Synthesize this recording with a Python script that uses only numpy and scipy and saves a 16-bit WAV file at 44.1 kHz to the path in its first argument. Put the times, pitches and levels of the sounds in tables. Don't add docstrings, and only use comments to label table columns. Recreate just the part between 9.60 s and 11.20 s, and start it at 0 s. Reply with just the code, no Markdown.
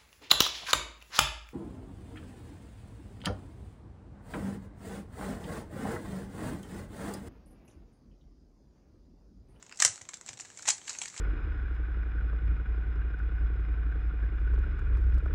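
import sys
import numpy as np
from scipy import signal
from scipy.fft import rfft, irfft, next_fast_len
from scipy.io import wavfile

SR = 44100
rng = np.random.default_rng(int(sys.argv[2]) if len(sys.argv) > 2 else 0)


def wav_record(signal):
    frames = np.transpose(np.atleast_2d(signal))
    bounded = np.clip(frames, -1, 1)
    quanta = np.round(bounded * 32767).astype(np.int16)
    wavfile.write(sys.argv[1], SR, quanta)


def level_to_linear(level):
    exponent = np.asarray(level, float) / 20
    return 10 ** exponent


N = 70560

# t/s, edge level/dB, shell over edge/dB, piece f/Hz
FIRST_TURN = [(0.0257, -35.5, -11, 1300), (0.0268, -46.5, -27, 2000), (0.0642, -45, -7, 3100),
              (0.0939, -42.5, -2, 2400), (0.112, -53, 6, 2000), (0.1233, -39, 4, 2250),
              (0.146, -44, -27, 2240), (0.158, -44, -20, 3450), (0.1725, -35, -37, 1030),
              (0.1893, -33, -14, 2150), (0.1954, -34, -5, 1380), (0.199, -28.5, -6, 1980),
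              (0.201, -10.5, -17.5, 1680), (0.2021, -20.5, -7, 4440), (0.204, -18, -16, 3100),
              (0.206, -27, -4, 2200), (0.2151, -22, -14, 1790), (0.2210, -10, -23.5, 4200),
              (0.2215, -15, -2, 1640), (0.2235, -4.5, -13, 2740), (0.224, -15, -10, 3200),
              (0.2267, -30, -28, 4600), (0.235, -17, -24, 3760), (0.2486, -1.5, -18, 3100),
              (0.2500, -10.5, -11, 534), (0.2512, -22, -10, 1700), (0.2518, -13, -18, 4500),
              (0.256, -13, -15, 1580), (.2588, -13.5, -13, 3450), (0.2605, -13.5, -14, 4400),
              (.264, -20, -26, 2180), (0.277, -20.5, -16, 2720), (0.3571, -32.5, -11, 3100),
              (0.377, -39, -5.5, 1280)]
# t/s, edge level/dB, shell over edge/dB, piece f/Hz
REGRIP = [(0.4124, -38.5, -4, 840), (0.416, -32.5, -14.5, 3560), (0.4522, -42, -7.5, 2600),
          (0.4881, -65, -12, 4000), (0.4889, -26.5, -10, 2540), (0.491, -34.5, -8, 1300),
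          (0.534, -35, -5, 1460), (0.54, -29, -12, 3050), (0.5698, -41, -15, 1460),
          (0.611, -34.5, -9.5, 940), (0.662, -34, -13.5, 1310), (0.6797, -39.5, 0.5, 3440),
          (0.6868, -33, -5, 3940), (0.689, -28, -12, 2400), (0.6902, -37, -3.5, 2000),
          (0.69, -38, -1, 3270), (0.708, -61.5, 14, 794), (0.7305, -37, -4.5, 3500),
          (0.732, -36, -13, 2450), (0.737, -39, -10, 1850), (0.7724, -39, -6.5, 3770),
          (0.777, -37.5, -13, 2000), (0.79, -36, -6.5, 4850), (0.7974, -35.5, -2.5, 2430),
          (0.8, -30, -24, 4330), (0.802, -34.5, -10.5, 1290), (0.8075, -27.5, -36, 2600),
          (0.8187, -42.5, -7.5, 2060), (0.8481, -41.5, -3.5, 1800), (0.8529, -41, -3.5, 1400),
          (0.901, -38.5, -7.5, 1800), (0.973, -34, -11, 2050), (0.988, -38, -9, 2480),
          (0.993, -39, -1.5, 1420), (1.0232, -32.5, -32, 4800), (1.0275, -36, -8, 2190)]
# t/s, edge level/dB, shell over edge/dB, piece f/Hz
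SECOND_TURN = [(1.054, -35, -1.5, 900), (1.0577, -30.5, -10, 2000), (1.061, -33, -15, 2980),
               (1.0685, -28, -12, 1990), (1.073, -27, -4, 4640), (1.0764, -19, -13, 800),
               (1.0784, -17.5, -9, 800), (1.081, -18.5, -9, 815), (1.084, -15, -6, 2630),
               (1.085, -17.5, -8.5, 800), (1.087, -11, -15, 1360), (1.0882, -8.5, -29, 3050),
               (1.0904, -17.5, -16, 2000), (1.0935, -20.5, -8.5, 2470), (1.0968, -19, -9, 3400),
               (1.101, -20, -21, 4650), (1.1013, -15, -8, 3100), (1.1038, -11, -18.5, 2460),
               (1.1048, -17.5, -10, 4770), (1.1058, -16.5, -20, 3770), (1.1115, -31, -17, 3880),
               (1.118, -41, -14, 4600), (1.1807, -33, -12, 2030), (1.2145, -42.5, -3.5, 744)]
# t/s, edge level/dB, shell over edge/dB, piece f/Hz
LIGHT_TURNS = [(1.274, -36, -21, 3030), (1.2777, -33.5, 1, 1900), (1.279, -35.5, -5, 3600),
               (1.283, -33, -11, 4570), (1.293, -24, -7.5, 4640), (1.2951, -24, -22, 4800),
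               (1.2987, -26.5, -17, 4400), (1.3033, -32, -3.5, 5000), (1.3055, -35, -3, 5000),
               (1.3103, -40, -15, 4300), (1.3301, -31.5, -26, 4800), (1.337, -45.5, 0, 2040),
               (1.3495, -41, 1.5, 2200), (1.356, -40, -7.5, 2300), (1.3826, -41, -14, 1940),
               (1.3862, -25, -19, 2200), (1.4159, -23.5, -4, 2230), (1.4211, -22.5, -15.5, 1700),
               (1.4349, -29, -12, 2290), (1.456, -30.5, -1, 4600), (1.4578, -36.5, -10, 2600),
               (1.478, -36.5, -2, 3450), (1.4822, -30, -21, 2500), (1.4992, -33.5, -16, 2140),
               (1.5263, -54, 1, 1300), (1.535, -48, -5, 2500), (1.541, -49.5, 4.5, 1380),
               (1.564, -39.5, 1, 2260), (1.571, -34.5, -8.5, 1320), (1.577, -30.5, -4.5, 5030),
               (1.5797, -34.5, -7, 3020), (1.589, -40, -12, 2540), (1.5934, -40, -22, 3780)]
# t/s, level/dB
SLIDE_PRESSURE = [(0, -93), (.17, -64), (.2, -36.5), (.35, -44.5), (.6, -88), (0.678, -39.5), (.76, -92),
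                  (.81, -52.5), (.95, -51.5), (1.069, -45), (1.11, -58), (1.238, -49.5), (1.308, -38.5),
                  (1.382, -45), (1.43, -38.5), (1.489, -51), (1.52, -48), (1.579, -38.5)]
# t/s, level/dB
THUMPS = [
    (0.249, -48),
    (.29, -56),
    (0.699, -54.5),
    (0.734, -61.5),
    (0.416, -57.5),
    (1.076, -56.5),
    (1.291, -64),
]
# f/Hz, level/dB
EDGE_TONE = [(1800, -43), (3000, -25.5), (4700, -7), (6300, -1), (7600, 1), (9300, -18.5), (11000, -27.5),
             (15500, -56)]
# f/Hz, width/Hz, level/dB
SHELL_MODES = [(800, 433, -0.5), (1530, 890, 3), (2400, 2090, 1.5), (4196, 830, 2.5), (5000, 910, 3)]
# f/Hz, level/dB
AIR_TONE = [(15, -40), (30, -1.5), (102, 5), (451, 0), (2500, -13.5), (7600, -9), (9600, -34), (15700, -33)]
# f/Hz, t/s
ECHO_DECAY = [(500, 0.23), (2000, 0.19), (7000, 0.18), (10000, 0.24), (11800, 0.059)]

AIR_DB = -62.5
ROOM_DB, ROOM_GAP_S = -9.5, 0.004
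CONTACT_LAG_S, CHATTER_S = 0.0007, 0.0035
RUB_S, RUB_DB = 0.0012, -11
REBOUND_LOSS_DB, REBOUND_SCATTER_DB = 30, 8
PUFF_LENGTHS, PUFF_DB = 4.2, -17
SOFT_PUFF_PER_DB = 0.2
SHELL_DB, SHELL_SCATTER_DB = 3, 1.5
SHELL_LOW_HZ, SHELL_TOP_HZ = 605, 7000
PIECE_DB, PIECE_Q = 5, 4
SPARK_HZ, SPARK_DB, SPARK_FROM_DB = 13500, -27, -14
SLIPS_PER_S, SLIP_SPREAD_DB, SLIDE_DB, SLIDE_SHELL_DB = 2500, 2, -7.5, -7.5
THUMP_HZ, THUMP_T60_S, THUMP_RISE_S = 110.5, 0.14, 0.0035
PUSH_DB, PUSH_S = 13, 0.00056
SQUEAK_S, SQUEAK_LONG_S, SQUEAK_DB = 1.3845, 0.013, -33
SQUEAK_HZ, SQUEAK_WIDTH_HZ = 6450, 220
TOP_HZ = 15800
MASK_HZ, MASK_DB, LOUD_DB, FILL_DB = 11000, -35, -47, -37


def unit(x):
    return x / np.sqrt(np.mean(x ** 2) + 1e-20)


def along(points, hz):
    f, value = np.transpose(points)
    return np.interp(np.log(hz + 1), np.log(f + 1), value)


def filtered(x, response):
    size = next_fast_len(x.shape[-1] + 8192)
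    spectrum = rfft(x, size) * response(np.fft.rfftfreq(size, 1 / SR))
    return irfft(spectrum, size)[..., :x.shape[-1]]


def causal(points):
    def response(hz):
        c = irfft(np.log(np.maximum(level_to_linear(along(points, hz)), 1e-6)))
        c[1:len(c) // 2] *= 2
        c[len(c) // 2 + 1:] = 0
        return np.exp(rfft(c))
    return response


def ring(hz, width_hz):
    return lambda f: 1j * f * width_hz / (hz ** 2 - f * f + 1j * f * width_hz)


def shell(extra_db):
    def response(f):
        total = 0
        for k, (hz, width, db) in enumerate(SHELL_MODES):
            level = (-1) ** k * level_to_linear(db + extra_db[..., k, None])
            total = total + level * ring(hz, width)(f)
        low_cut = (1j * f / (SHELL_LOW_HZ + 1j * f)) ** 2
        return low_cut / (1 + 1j * f / SHELL_TOP_HZ) ** 4 * total
    return response


def peak(x):
    return x / np.abs(x).max(axis=1)[:, None]


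def air():
    return level_to_linear(AIR_DB) * unit(filtered(rng.standard_normal(N), lambda hz: level_to_linear(along(AIR_TONE, hz))))


def contacts(edge_db, size, lead):
    count, hops = len(edge_db), 6
    jitter, loss, side = np.split(rng.random((count, 3 * hops)), 3, axis=1)
    t = (np.arange(size) - lead) / SR
    chatter_s = CHATTER_S * (0.55 + 0.87 * rng.random((count, 1)))
    rub = level_to_linear(RUB_DB) * np.exp(t.clip(None, 0) / RUB_S)
    puff = np.where(t < 0, rub, level_to_linear(-60 * t.clip(0) / (PUFF_LENGTHS * chatter_s)))
    puff_db = PUFF_DB - SOFT_PUFF_PER_DB * (edge_db + 7)
    force = level_to_linear(puff_db) * puff * rng.standard_normal((count, size))

    share = (np.arange(hops) + jitter - 0.5) * (np.arange(hops) > 0) / hops
    hit_db = -REBOUND_LOSS_DB * share - REBOUND_SCATTER_DB * loss * (share > 0)
    place = lead + np.round(share * chatter_s * SR).astype(int)
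    np.add.at(force, (np.arange(count)[:, None], place), level_to_linear(hit_db) * np.sign(side - 0.5))
    return force


def snaps():
    rows = np.vstack([FIRST_TURN, REGRIP, SECOND_TURN, LIGHT_TURNS])
    start, edge_db, shell_db, piece_hz = np.split(rows, 4, axis=1)
    count, size, lead = len(rows), 2048, 256
    force = contacts(edge_db, size, lead)
    hollow = shell(SHELL_SCATTER_DB * rng.standard_normal((count, len(SHELL_MODES))))
    piece = ring(piece_hz, piece_hz / PIECE_Q)
    edge = filtered(force, causal(EDGE_TONE))
    body = filtered(force, lambda f: hollow(f) * (1 + level_to_linear(PIECE_DB) * piece(f)))

    sparking = (np.arange(count)[:, None] < len(FIRST_TURN)) & (edge_db > SPARK_FROM_DB)
    spark = peak(filtered(force, lambda f: ring(SPARK_HZ, SPARK_HZ / 2)(f) ** 2))
    bright = peak(edge) + level_to_linear(SPARK_DB) * sparking * spark
    sound = level_to_linear(edge_db) * (bright + level_to_linear(shell_db + SHELL_DB) * peak(body))
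    where = np.round((start + CONTACT_LAG_S) * SR).astype(int) - lead + np.arange(size)
    return np.bincount(where.ravel(), sound.ravel(), N + size)[:N]


def room(x):
    count = 8
    hz, t, z = signal.stft(rng.standard_normal((count, SR // 2)), SR, nperseg=256)
    decay = level_to_linear(-60 * t / along(ECHO_DECAY, hz)[:, None])
    tails = signal.istft(z * decay, SR, nperseg=256)[1]
    tails = tails / np.linalg.norm(tails, axis=1, keepdims=True)
    turn = np.arange(N) * 5 * count // N % count
    parts = x * (turn == np.arange(count)[:, None])
    wet = signal.fftconvolve(parts, tails, axes=1).sum(0)
    return np.pad(wet, (round(ROOM_GAP_S * SR), 0))[:N]


def slide():
    t, db = np.transpose(SLIDE_PRESSURE)
    chance, strength, side = rng.random((3, N))
    size = level_to_linear(-SLIP_SPREAD_DB * np.log(strength + 0.0044))
    slips = (chance < SLIPS_PER_S / SR) * size * np.sign(side - 0.5)
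    edge = unit(filtered(slips, causal(EDGE_TONE)))
    body = unit(filtered(slips, shell(np.zeros(len(SHELL_MODES)))))
    pressure = level_to_linear(np.interp(np.arange(N) / SR, t, db) + SLIDE_DB)
    return pressure * (edge + level_to_linear(SLIDE_SHELL_DB) * body)


def hands():
    start, db = np.split(np.array(THUMPS), 2, axis=1)
    since = (np.arange(N) / SR - start).clip(0)
    rise = 1 - np.exp(-since / THUMP_RISE_S)
    swell = (level_to_linear(db - 60 * since / THUMP_T60_S) * rise).sum(0)
    u = since / PUSH_S
    push = (level_to_linear(db + PUSH_DB) * u * (2 - u) * np.exp(-u)).sum(0)
    low = ring(THUMP_HZ, 0.45 * THUMP_HZ)
    rumble = filtered(rng.standard_normal(N), lambda f: (low(f) / 0.45) ** 2)
    return push + swell * unit(rumble)


def squeak():
    u = ((np.arange(N) / SR - SQUEAK_S) / SQUEAK_LONG_S).clip(0, 1)
    whistle = ring(SQUEAK_HZ, SQUEAK_WIDTH_HZ)
    chirp = np.sin(np.pi * u) * filtered(rng.standard_normal(N), lambda f: whistle(f) ** 2)
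    return level_to_linear(SQUEAK_DB) * chirp / np.abs(chirp).max()


def masked(x):
    hz, _, (z, noise) = signal.stft([x, rng.standard_normal(x.shape)], SR, nperseg=768)
    top = ((hz > MASK_HZ) & (hz < TOP_HZ))[:, None]
    whole = (np.abs(z) ** 2).sum(1, keepdims=True)
    high = (np.abs(z * top) ** 2).sum(1, keepdims=True)
    quiet = whole < level_to_linear(2 * LOUD_DB)
    hiss = unit(np.abs(noise)) * np.exp(1j * np.angle(noise))
    fill = quiet * top * level_to_linear(FILL_DB) * np.sqrt(whole / top.sum()) * hiss
    kept = quiet | (high > level_to_linear(2 * MASK_DB) * whole) | ~top
    return signal.istft(z * kept + fill, SR, nperseg=768)[1][:, :N]


def scene():
    cube = snaps() + slide() + squeak()
    return (cube + level_to_linear(ROOM_DB) * room(cube) + hands() + air())[None]


def top_cut(x):
    return signal.sosfilt(signal.butter(12, 16320, fs=SR, output="sos"), x)


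def record(dry):
    mix = masked(filtered(dry, lambda hz: hz < TOP_HZ))
    return top_cut(mix)


dry = scene()
out = record(dry)
wav_record(out)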